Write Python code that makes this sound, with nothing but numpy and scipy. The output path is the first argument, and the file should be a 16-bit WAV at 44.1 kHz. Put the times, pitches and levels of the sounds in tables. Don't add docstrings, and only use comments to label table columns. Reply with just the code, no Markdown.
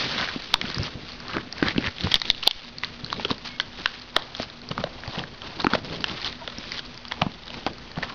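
import sys
import numpy as np
from scipy import signal
from scipy.fft import rfft, irfft, next_fast_len
from scipy.io import wavfile
from scipy.ndimage import map_coordinates

SR = 44100
rng = np.random.default_rng(int(sys.argv[2]) if len(sys.argv) > 2 else 0)


def ratio(d):
    e = np.asarray(d, float) / 20
    return 10 ** e


def output_pcm(signal):
    pcm = np.clip(np.atleast_2d(signal).T, -1, 1) * 32767
    wavfile.write(sys.argv[1], SR, np.round(pcm).astype(np.int16))


N = 358974


def unit(x):
    return x / np.sqrt(np.mean(x ** 2) + 1e-20)


def wobble(rate):
    knots = rng.standard_normal(int(N * rate / SR) + 4)
    return map_coordinates(knots, [np.arange(N) * rate / SR])


def coloured(x, spectrum):
    m = next_fast_len(N + 8192)
    hz, db = np.transpose(spectrum)
    log_hz = np.log(np.fft.rfftfreq(m, 1 / SR) + 1)
    gain = ratio(np.interp(log_hz, np.log(hz + 1), db))
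    return irfft(rfft(x, m) * gain, m)[:N]


def rung(push, hz, width_hz, order=1):
    f = np.fft.rfftfreq(push.shape[1], 1 / SR)
    damping = 1j * f * width_hz
    response = damping / (hz[:, None] ** 2 - f * f + damping)
    ring = irfft(rfft(push) * response ** order, push.shape[1])
    return ring / np.abs(ring).max(axis=1, keepdims=True)


def placed(start_s, rows):
    at = np.round(start_s * SR).astype(int)[:, None] + np.arange(rows.shape[1])
    return np.bincount(at.ravel(), rows.ravel(), N + SR)[:N]


def room():
    # hz, density_db (dB per Hz)
    hiss_spectrum = [(15, -25), (25, 9.5), (235, -3.5), (286, -7), (1410, -13.5), (2300, -16.5),
                     (4380, -20), (6500, -43)]
    # pitch_hz, level_db
    hum_tone = [(242.2, -46.5)]
    (hz, db), = hum_tone
    turns = np.cumsum(hz + 5 * wobble(25)) / SR
    hum = ratio(db - 4 + 3.5 * wobble(15)) * np.sin(2 * np.pi * turns)
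    hiss = unit(coloured(rng.standard_normal(N), hiss_spectrum[:-1]))
    return ratio(-43 + 0.88 * wobble(4.7)) * hiss + hum


def swells(peak_s, build_s, release_s, db, swing_db, rest_db):
    t = np.arange(0, N + 64, 64) / SR - peak_s[:, None]
    away = np.maximum(-t / np.abs(build_s)[:, None], t / np.abs(release_s)[:, None])
    strokes = ratio(2 * (db[:, None] - swing_db * away))
    power = strokes.sum(axis=0) + ratio(2 * rest_db)
    return np.interp(np.arange(N) / 64, np.arange(len(power)), 10 * np.log10(power))


def pressure():
    # peak_s, build_s, release_s, scrape_db, depth_db
    bites = [(0, .1, 0.38, -27.5, -19), (.22, 0.39, 0.14, -31, 4), (.5, 0.24, 0.069, -39, -19),
             (.652, .04, .2, -31.5, 1), (0.865, 0.13, 0.049, -32.5, -3.5), (1.148, 0.38, 0.029, -41.5, -10),
             (1.351, 0.17, 0.098, -38, 5.5), (1.691, 0.13, 0.047, -32, 8.5), (1.865, 0.11, 0.044, -32.5, 6),
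             (2.046, 0.097, 0.2, -32, -3), (2.291, 0.12, 0.27, -31.5, -20), (2.47, 0.039, 0.17, -27, -17.5),
             (2.833, 0.0077, 0.14, -36.5, -2.5), (3.137, 0.16, .2, -40, -14),
             (3.454, 0.031, 0.084, -32.5, -7), (3.879, 0.12, 0.28, -39.5, -9.5),
             (4.192, 0.043, 0.13, -41, 7), (4.433, 0.12, .02, -33, -6), (5.199, 0.26, .05, -37, 2),
             (5.442, 0.063, 0.27, -41, 1.5), (5.926, 0.1, 0.22, -37, -4), (6.792, 0.23, 0.018, -33.5, -24),
             (7.238, 0.11, 0.056, -49.5, 18.5), (7.58, 0.11, 0.089, -40.5, -3)]
    # peak_s, half_length_s, scrape_db, depth_db
    nips = [(0.295, 0.032, -40, 4), (1.705, 0.02, -36, 6), (2.12, 0.0092, -20.5, -7),
            (2.16, 0.018, -18.5, -6.5), (3.215, 0.023, -36, -11), (3.799, 0.046, -36.5, -2.5),
            (3.229, 0.036, -36, -17.5), (3.316, 0.03, -34.5, 5), (4.716, 0.013, -32, 5.5),
            (4.804, 0.03, -35.5, 5), (4.876, 0.062, -59, 17.5), (4.958, 0.061, -60, 16),
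            (5.612, .05, -33, 1), (5.738, 0.041, -31.5, 6.5), (6.12, 0.11, -33.5, -2.5),
            (6.258, .07, -31.5, -5.5), (6.444, 0.34, -46, 1), (6.59, 0.25, -45, -18),
            (6.857, 0.13, -47.5, -24), (7.16, 0.14, -44.5, -15), (5.753, .012, -27, 3),
            (5.705, .012, -36, 3), (5.785, .025, -38, 6), (5.642, .005, -30, 5), (4.1635, .003, -24, -8),
            (3.252, .01, -30, 0), (3.306, .008, -28, -3), (1.635, .012, -36, 8), (7.216, .005, -30, 3),
            (0.539, .003, -26, -5), (7.674, 0.014, -34, 10), (7.974, 0.011, -36, 10),
            (8.043, 0.033, -38, 6.5), (8.091, .12, -41, 2.5)]
    # peak_s, half_length_s, rumble_db
    shuffles = [(0.557, 0.2, -40), (0.804, 0.055, -28.5), (0.973, 0.12, -37.5), (1.371, 0.068, -29),
                (1.796, 0.069, -31), (2.052, 0.067, -31.5), (2.31, 0.09, -34), (3.19, 0.26, -36),
                (4.776, 0.13, -37.5), (5.2, 0.1, -32.5), (5.435, 0.11, -48.5), (5.773, 0.018, -25.5),
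                (5.957, 0.36, -34.5), (6.135, 0.07, -38), (6.64, 0.32, -43.5), (7.275, 0.046, -32),
                (7.58, 0.088, -39.5), (7.705, 0.041, -33.5), (7.985, 0.044, -34)]
    swing_db, deep_swings = 14.5, 1.2
    floor_share_db = -4

    even_nips = [(s, half, half, db, depth) for s, half, db, depth in nips]
    s, build, release, db, depth_db = np.transpose(bites + even_nips)
    fine_db = swells(s, build, release, db, swing_db, rest_db=-49)
    coarse_db = swells(s, build, release, db + depth_db, deep_swings * swing_db, rest_db=-55)
    s, half, db = np.transpose(shuffles)
    shuffle_db = swells(s, half, half, db, swing_db, rest_db=-53)
    rumble_power = ratio(2 * shuffle_db) + ratio(2 * (coarse_db + floor_share_db))
    return fine_db, coarse_db, 10 * np.log10(rumble_power)


def grit(share, spread_db, smooth):
    size = ratio(spread_db * np.minimum(rng.exponential(size=N), 4))
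    happens = rng.random(N) < share * ratio(6 * wobble(120))
    slips = happens * rng.standard_normal(N) * size
    return unit(slips) + smooth * rng.standard_normal(N)


def crumbs(count, centre_hz, octaves, life, spread_db):
    at = rng.integers(N, size=count)
    hz = centre_hz[at, None] * 2 ** (octaves * rng.standard_normal((count, 1)))
    cycles = hz * np.arange(512) / SR
    envelope = np.exp(-cycles / life) * (1 - np.exp(-cycles / .5))
    rows = np.sin(2 * np.pi * cycles) * envelope
    size_db = spread_db * np.minimum(rng.exponential(size=(count, 1)), 3)
    return unit(placed(at / SR, rows * ratio(size_db)))


def grinding():
    # hz, density_db (dB per Hz)
    fine_spectrum = [(1500, -4.5), (2500, -4), (3300, -2), (4500, -2.5), (7000, -11)]
    # hz, density_db (dB per Hz)
    rumble_spectrum = [(20, -18.5), (80, -3), (150, -1), (300, -5.5), (600, -14), (1500, -51.5),
                       (7000, -84)]
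    # time_s, resonance_hz
    mouth_path = [(0, 1650), (0.549, 1352), (.7, 1680), (1.301, 1412), (1.751, 1826), (2.298, 2035),
                  (2.901, 1216), (3.451, 1140), (3.88, 1410), (4.298, 965), (4.749, 1127), (4.9, 740),
                  (5.602, 1116), (5.801, 876), (6.3, 1225), (6.898, 1345), (7.301, 779), (8.14, 1160)]

    fine_db, coarse_db, rumble_db = pressure()
    mouth_hz = np.interp(np.arange(N) / SR, *np.transpose(mouth_path))
    flutter = wobble(70) / (1 + 40 * ratio(fine_db))

    slips = grit(.04, spread_db=1.8, smooth=.5 + 14 * ratio(fine_db))
    fine = unit(coloured(slips, fine_spectrum))
    fine = fine + .5 * crumbs(count=2500, centre_hz=0 * mouth_hz + 3500, octaves=0.42, life=0.98, spread_db=-0.5)
    fine = unit(ratio(2.42 * flutter) * fine)

    rubbing = crumbs(count=7000, centre_hz=mouth_hz, octaves=0.592, life=0.87, spread_db=0.0)
    ringing = crumbs(count=2500, centre_hz=mouth_hz, octaves=0.28, life=4, spread_db=2.5)
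    coarse = unit(ratio(4.1 * flutter + 0.5 * wobble(30)) * (1.4 * rubbing + ringing))

    rumble = unit(ratio(3.1 * wobble(30)) * coloured(rng.standard_normal(N), rumble_spectrum))
    return ratio(fine_db - 0.75) * fine + ratio(coarse_db - 3.43) * coarse + ratio(rumble_db) * rumble


def contacts():
    # start_s, tooth_peak_db, tooth_ring_hz, bone_peak_db, bone_ring_hz
    crack_events = [(0.5405, 1, 3430, -6, 1040), (0.6139, -11.5, 2920, -12, 1980),
                    (1.6841, -8.5, 3340, -13, 1680), (2.1168, -10, 3180, -24, 1710),
                    (2.1419, 1, 3170, -7.5, 2060), (2.147, -5.5, 3400, -16.5, 2070),
                    (2.1558, 0.5, 3420, -11, 2070), (2.2168, -5.5, 3920, -13, 1870),
                    (2.3011, 3, 3680, -15, 2480), (2.4708, -9, 3600, -21.5, 757),
                    (2.475, 5.5, 3440, -10, 1460), (2.5108, 2, 3210, -11, 2180),
                    (3.128, -13, 4000, -14.5, 1165), (3.3054, -19, 3770, -15.5, 1000),
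                    (3.3123, -10, 3600, -19, 444), (3.5995, -7, 3090, -11, 1640),
                    (3.8586, -5.5, 3050, -8.5, 1544), (4.165, -2, 3090, -6, 1515),
                    (4.8395, -18.5, 2900, -12.5, 650), (5.6446, -17.5, 4320, -11.5, 830),
                    (5.735, -12, 3450, -9, 1340), (6.042, -7, 2860, -11.5, 1520),
                    (7.1207, -14, 3130, -16, 1760), (7.2191, -6.5, 2500, -6, 755)]
    # start_s, peak_db, tooth_ring_hz
    tick_events = [(0.7007, -18, 4000), (0.745, -14.5, 4850), (0.7829, -13.5, 5130), (0.832, -15.5, 5300),
                   (1.526, -14.5, 5100), (1.5822, -22, 4580), (1.78, -11, 2600), (1.8645, -14, 2890),
                   (1.9837, -19, 2870), (2.037, -19, 4550), (2.1995, -13, 4800), (2.254, -14, 3100),
                   (2.311, -2, 3800), (2.348, -13, 3120), (2.4283, -13, 2950), (2.4358, -10.5, 3650),
                   (2.784, -17.5, 4500), (2.8462, -13, 4030), (3.0453, -19, 4120), (3.2489, -9, 3140),
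                   (4.367, -21, 4870), (4.689, -21, 4900), (4.7136, -19, 3100), (5.1864, -20, 2930),
                   (5.6056, -19.5, 4280), (6.0966, -17, 3050), (6.246, -13.5, 3370), (6.4763, -16, 3230),
                   (6.584, -17.5, 5460), (6.719, -16, 4860)]
    # start_s, peak_db, tooth_ring_hz
    nibble_events = [(0.713, -23, 4930), (0.8658, -25, 3150), (1.282, -21.5, 4170), (1.334, -21, 2830),
                     (2.008, -15, 3100), (2.439, -21, 3750), (3.102, -19.5, 3070), (3.282, -28, 3530),
                     (3.4744, -22, 4260), (3.609, -19, 4400), (3.874, -24.5, 2900), (4.35, -18, 3360),
                     (5.4187, -23, 3030), (5.618, -20.5, 4300), (5.847, -25, 4650), (6.2162, -21, 4350),
                     (6.271, -20, 3500), (6.277, -17.5, 3550), (6.327, -20, 3850), (6.776, -23.5, 4020),
                     (6.7823, -22, 3630), (6.7923, -17, 3250), (6.9761, -23, 5070), (7.052, -22, 3300),
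                     (7.082, -26, 4700), (7.34, -32, 3850), (7.113, -25, 3000), (7.318, -28, 3720),
                     (7.435, -30.5, 3460), (7.48, -23, 3460), (7.5035, -23.5, 2780), (7.542, -23, 2530),
                     (4.222, -23, 3270),
                     (0.1806, -16, 3700), (0.2117, -14.5, 3100), (0.296, -26, 3920), (0.4212, -24, 4180),
                   (0.6539, -22, 2520), (1.1195, -27, 4200), (1.2023, -26, 5030), (1.4097, -30, 2780),
                   (1.615, -31, 4760), (1.6948, -23, 2890), (1.717, -30, 2860), (1.8242, -23, 2520),
                   (1.9456, -35, 4290), (2.2848, -21, 3940), (2.2901, -22, 4130), (2.3793, -19, 3400),
                   (2.432, -15, 2910), (2.448, -30, 3120), (2.4652, -22.5, 3140), (2.6476, -27, 4050),
                   (3.0082, -33.5, 3510), (3.063, -24, 4440), (3.1423, -26, 3520), (3.3463, -36, 4600),
                   (3.381, -27.5, 4250), (3.662, -36, 4100), (3.73, -31, 3390), (3.7738, -32, 3400),
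                   (3.9976, -30.5, 3940), (4.0183, -29, 4260), (4.2685, -37, 4800), (4.4215, -19.5, 5430),
                   (4.4296, -19, 4720), (4.5, -27, 3750), (4.6171, -29.5, 4200), (4.9493, -37, 3380),
                   (5.0027, -32.5, 4690), (5.0768, -23, 4550), (5.111, -28, 3700), (5.1262, -27.5, 3480),
                   (5.156, -25, 3040), (5.1924, -16.5, 2860), (5.4743, -28.5, 2820), (5.6005, -17, 3730),
                   (5.7035, -29, 3380), (5.874, -35, 3920), (5.898, -26, 3510), (6.0068, -26, 4690),
                   (6.083, -23, 4670), (6.5003, -24, 3360), (6.862, -29, 4310), (6.9432, -28, 4600),
                   (7.4568, -33.5, 4720), (7.6333, -32.5, 3120), (7.7334, -31, 4600), (7.7831, -27, 4600),
                   (7.916, -28, 4350), (7.9586, -30, 3080)]
    # start_s, peak_db, bone_ring_hz
    knock_events = [(0.2875, -19, 1600), (0.557, -21.5, 1070), (1.3682, -14.5, 1420), (1.3826, -20.5, 1510),
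                    (1.6276, -10.5, 1430), (1.708, -21, 2050), (1.762, -22, 1690), (1.842, -19, 2000),
                    (1.8707, -16, 1830), (2.0704, -17.5, 960), (2.3194, -28, 670), (2.8353, -11, 1950),
                    (3.1968, -18.5, 790), (3.251, -16, 410), (3.789, -34, 660), (4.3986, -15, 626),
                    (4.779, -15.5, 1190), (5.036, -25, 1490), (5.2381, -22.5, 1600), (5.6676, -8, 1240),
                    (5.751, -9, 620), (7.115, -23, 1820), (7.265, -25, 940), (7.665, -10.5, 740),
                    (7.9856, -20.5, 780), (0.541, -10.5, 2040), (2.3023, -7.5, 1900), (3.858, -12, 1080),
                    (4.1665, -9, 610), (6.4775, -24, 1330), (6.4785, -24, 565), (6.72, -23, 1930),
                    (6.76, -29, 1850), (7.216, -19, 1200), (7.12, -22.5, 1000), (8.028, -17.5, 1810),
                    (8.0325, -13.5, 1720),
                    (0.1885, -20.5, 1500), (0.1998, -19, 1430), (0.2037, -21, 1320), (0.2307, -27, 1640),
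                  (0.2759, -23.5, 1540), (0.7003, -23.5, 1100), (0.7831, -27.5, 1400), (0.8801, -27, 965),
                  (1.582, -28, 1680), (1.658, -24, 990), (1.6717, -30, 1680), (1.7471, -29, 1510),
                  (1.8832, -21, 1600), (2.4537, -36, 1030), (2.4753, -7, 810), (3.1677, -31, 520),
                  (4.8142, -30, 1270), (5.0612, -29, 2060), (5.0784, -27.5, 830), (5.1501, -30, 1320),
                  (5.1596, -27, 735), (5.1991, -29, 516), (5.2172, -28, 780), (6.4428, -35, 820),
                  (6.5283, -41.5, 1310), (7.2273, -28.5, 730), (7.6992, -31, 524)]
    tooth_hz, bone_hz, scatter_oct = 3600, 1350, 0.68
    bone_under_db, tooth_under_db = 16.5, 14

    def near(hz, like):
        return hz * 2 ** (scatter_oct * rng.uniform(-0.48, 1, len(like)))

    s, db, hz = np.transpose(tick_events)
    ticks = [s, db, hz, db - bone_under_db, near(bone_hz, s)]
    s, db, hz = np.transpose(knock_events)
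    knocks = [s, db - tooth_under_db, near(tooth_hz, s), db, hz]
    s, db, hz = np.transpose(nibble_events)
    nibbles = [s, db, hz, db - bone_under_db + 7, near(bone_hz, s)]
    return np.hstack([np.transpose(crack_events), ticks, knocks, nibbles])


def splinters(count, rise_s, t60_s):
    t = np.arange(1536) / SR
    decay = ratio(-60 * t / t60_s) + 2 * ratio(-60 * t / 0.0039)
    ragged = rng.standard_normal((count, len(t))) * (1 - np.exp(-t / rise_s)) * decay
    clean_slip = 12.4 * (np.arange(len(t)) == 12)
    return ragged + clean_slip


def cracks():
    s, tooth_db, tooth_hz, bone_db, bone_hz = contacts()
    t60_s = 0.018 * ratio(0.05 * (np.maximum(tooth_db, bone_db)[:, None] + 22.5))
    push = splinters(len(s), rise_s=0.0003, t60_s=t60_s)

    snap = rung(push, tooth_hz, width_hz=3200, order=2)
    tooth = rung(push, tooth_hz, width_hz=1000, order=2) + .8 * snap

    body = ratio(-12.5) * rung(push, 0 * s + 620, width_hz=440)
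    broad = rung(push, 0 * s + 1200, width_hz=1700, order=2)
    bone = rung(push, bone_hz, width_hz=0.39 * bone_hz[:, None], order=2) + 1.07 * broad + body
    return placed(s, ratio(tooth_db[:, None] - 5.5) * tooth + ratio(bone_db[:, None] - 3.5) * bone)


def thumps():
    # start_s, peak_db, pitch_hz
    thump_events = [(3.036, -25.5, 148), (0.361, -19, 252), (0.625, -26, 200), (0.772, -21.5, 130),
                    (0.81, -19.5, 140), (1.875, -23.5, 90), (0.642, -19.5, 208), (0.795, -17.5, 100.6),
                    (0.954, -24, 132), (1.626, -7.5, 294), (1.762, -18.5, 184), (1.782, -8, 254),
                    (2.043, -15, 141), (2.053, -18.5, 99), (2.472, -17, 442), (3.312, -15, 224),
                    (4.165, -18, 368), (4.4, -21, 247), (4.709, -24, 150), (4.787, -21.5, 204),
                    (4.845, -26.5, 151), (5.077, -25.5, 109), (5.176, -22.5, 159), (5.594, -26, 251),
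                    (5.647, -12, 326), (5.668, -9.5, 269), (5.734, -14, 234), (5.754, -22, 140),
                    (6.114, -27, 161), (6.584, -25.5, 223), (7.222, -13.5, 164.5), (7.265, -14, 187),
                    (7.665, -18.5, 284), (7.977, -18.5, 164)]
    s, db, hz = np.transpose(thump_events)
    cycles = hz[:, None] * np.arange(4096) / SR
    envelope = (1 - np.exp(-cycles / 0.15)) * ratio(-60 * cycles / 7)
    return placed(s, ratio(db[:, None] + 5.5) * -np.sin(2 * np.pi * cycles) * envelope)


def walls(x):
    t = np.arange(SR // 5) / SR
    tail = rng.standard_normal(len(t)) * ratio(-60 * t / 0.33)
    delayed = np.pad(x, (450, 0))
    return signal.fftconvolve(delayed, tail / np.linalg.norm(tail))[:N]


def jolts():
    # start_s, size_db
    jolt_events = [
        (0.542, -24),
        (2.145, -21),
        (2.302, -21),
        (2.56, -30),
        (3.13, -47),
        (3.859, -33),
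        (4.166, -27.5),
    ]
    drop_s, rebound_s, rebound = 0.0402, 0.13, 0.35
    s, db = np.transpose(jolt_events)
    t = np.arange(SR // 2) / SR
    swing = rebound * np.exp(-t / rebound_s) - np.exp(-t / drop_s)
    return placed(s, ratio(db)[:, None] * swing * (1 - np.exp(-t / .002)))


def squeaks():
    # start_s, length_s, start_hz, end_hz, level_db
    squeak_events = [
        (3.483, .112, 2200, 2170, -46.5),
        (6.41, .03, 980, 900, -41),
        (6.415, .035, 640, 700, -41),
    ]
    t = np.arange(N) / SR
    out = np.zeros(N)
    for s, length, hz0, hz1, db in squeak_events:
        u = np.clip((t - s) / length, 0, 1)
        phase = 2 * np.pi * np.cumsum(hz0 + (hz1 - hz0) * u) / SR
        tone = np.sin(phase) + .3 * np.sin(3 / 2 * phase)
        out += ratio(db + 2.5 * wobble(60)) * np.sin(np.pi * u ** .6) ** .7 * tone
    return out


def scene():
    hits = cracks() + thumps()
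    mix = hits + ratio(-18.5) * walls(hits) + grinding() + squeaks() + room()
    return np.tile(mix, (2, 1))


def top_cut(x):
    return signal.sosfilt(signal.butter(12, 16520, fs=SR, output="sos"), x)


def record(dry):
    # hz, gain_db
    mic_response = [(20, -6), (4600, 3), (5500, -2), (6200, -8), (6800, -22), (7400, -51), (8200, -91),
                    (20000, -120)]
    x = coloured(dry[0], mic_response)
    t = np.arange(SR) / SR
    over = np.clip(np.abs(x) - .5, 0, .5)
    duck_shape = (1 - np.exp(-t / 0.0036)) * np.exp(-t / 0.094)
    duck_db = -.75 * signal.fftconvolve(over, duck_shape)[:N]
    ducked = ratio(np.clip(duck_db, -16, 0)) * x
    clipped = np.clip(ducked + jolts() - .0024, -.95, .95)
    top_hz = 16200
    mix = np.tile(coloured(clipped, [(top_hz, 0), (top_hz + 700, -60)]), (2, 1))
    return top_cut(mix)


dry = scene()
out = record(dry)
output_pcm(out)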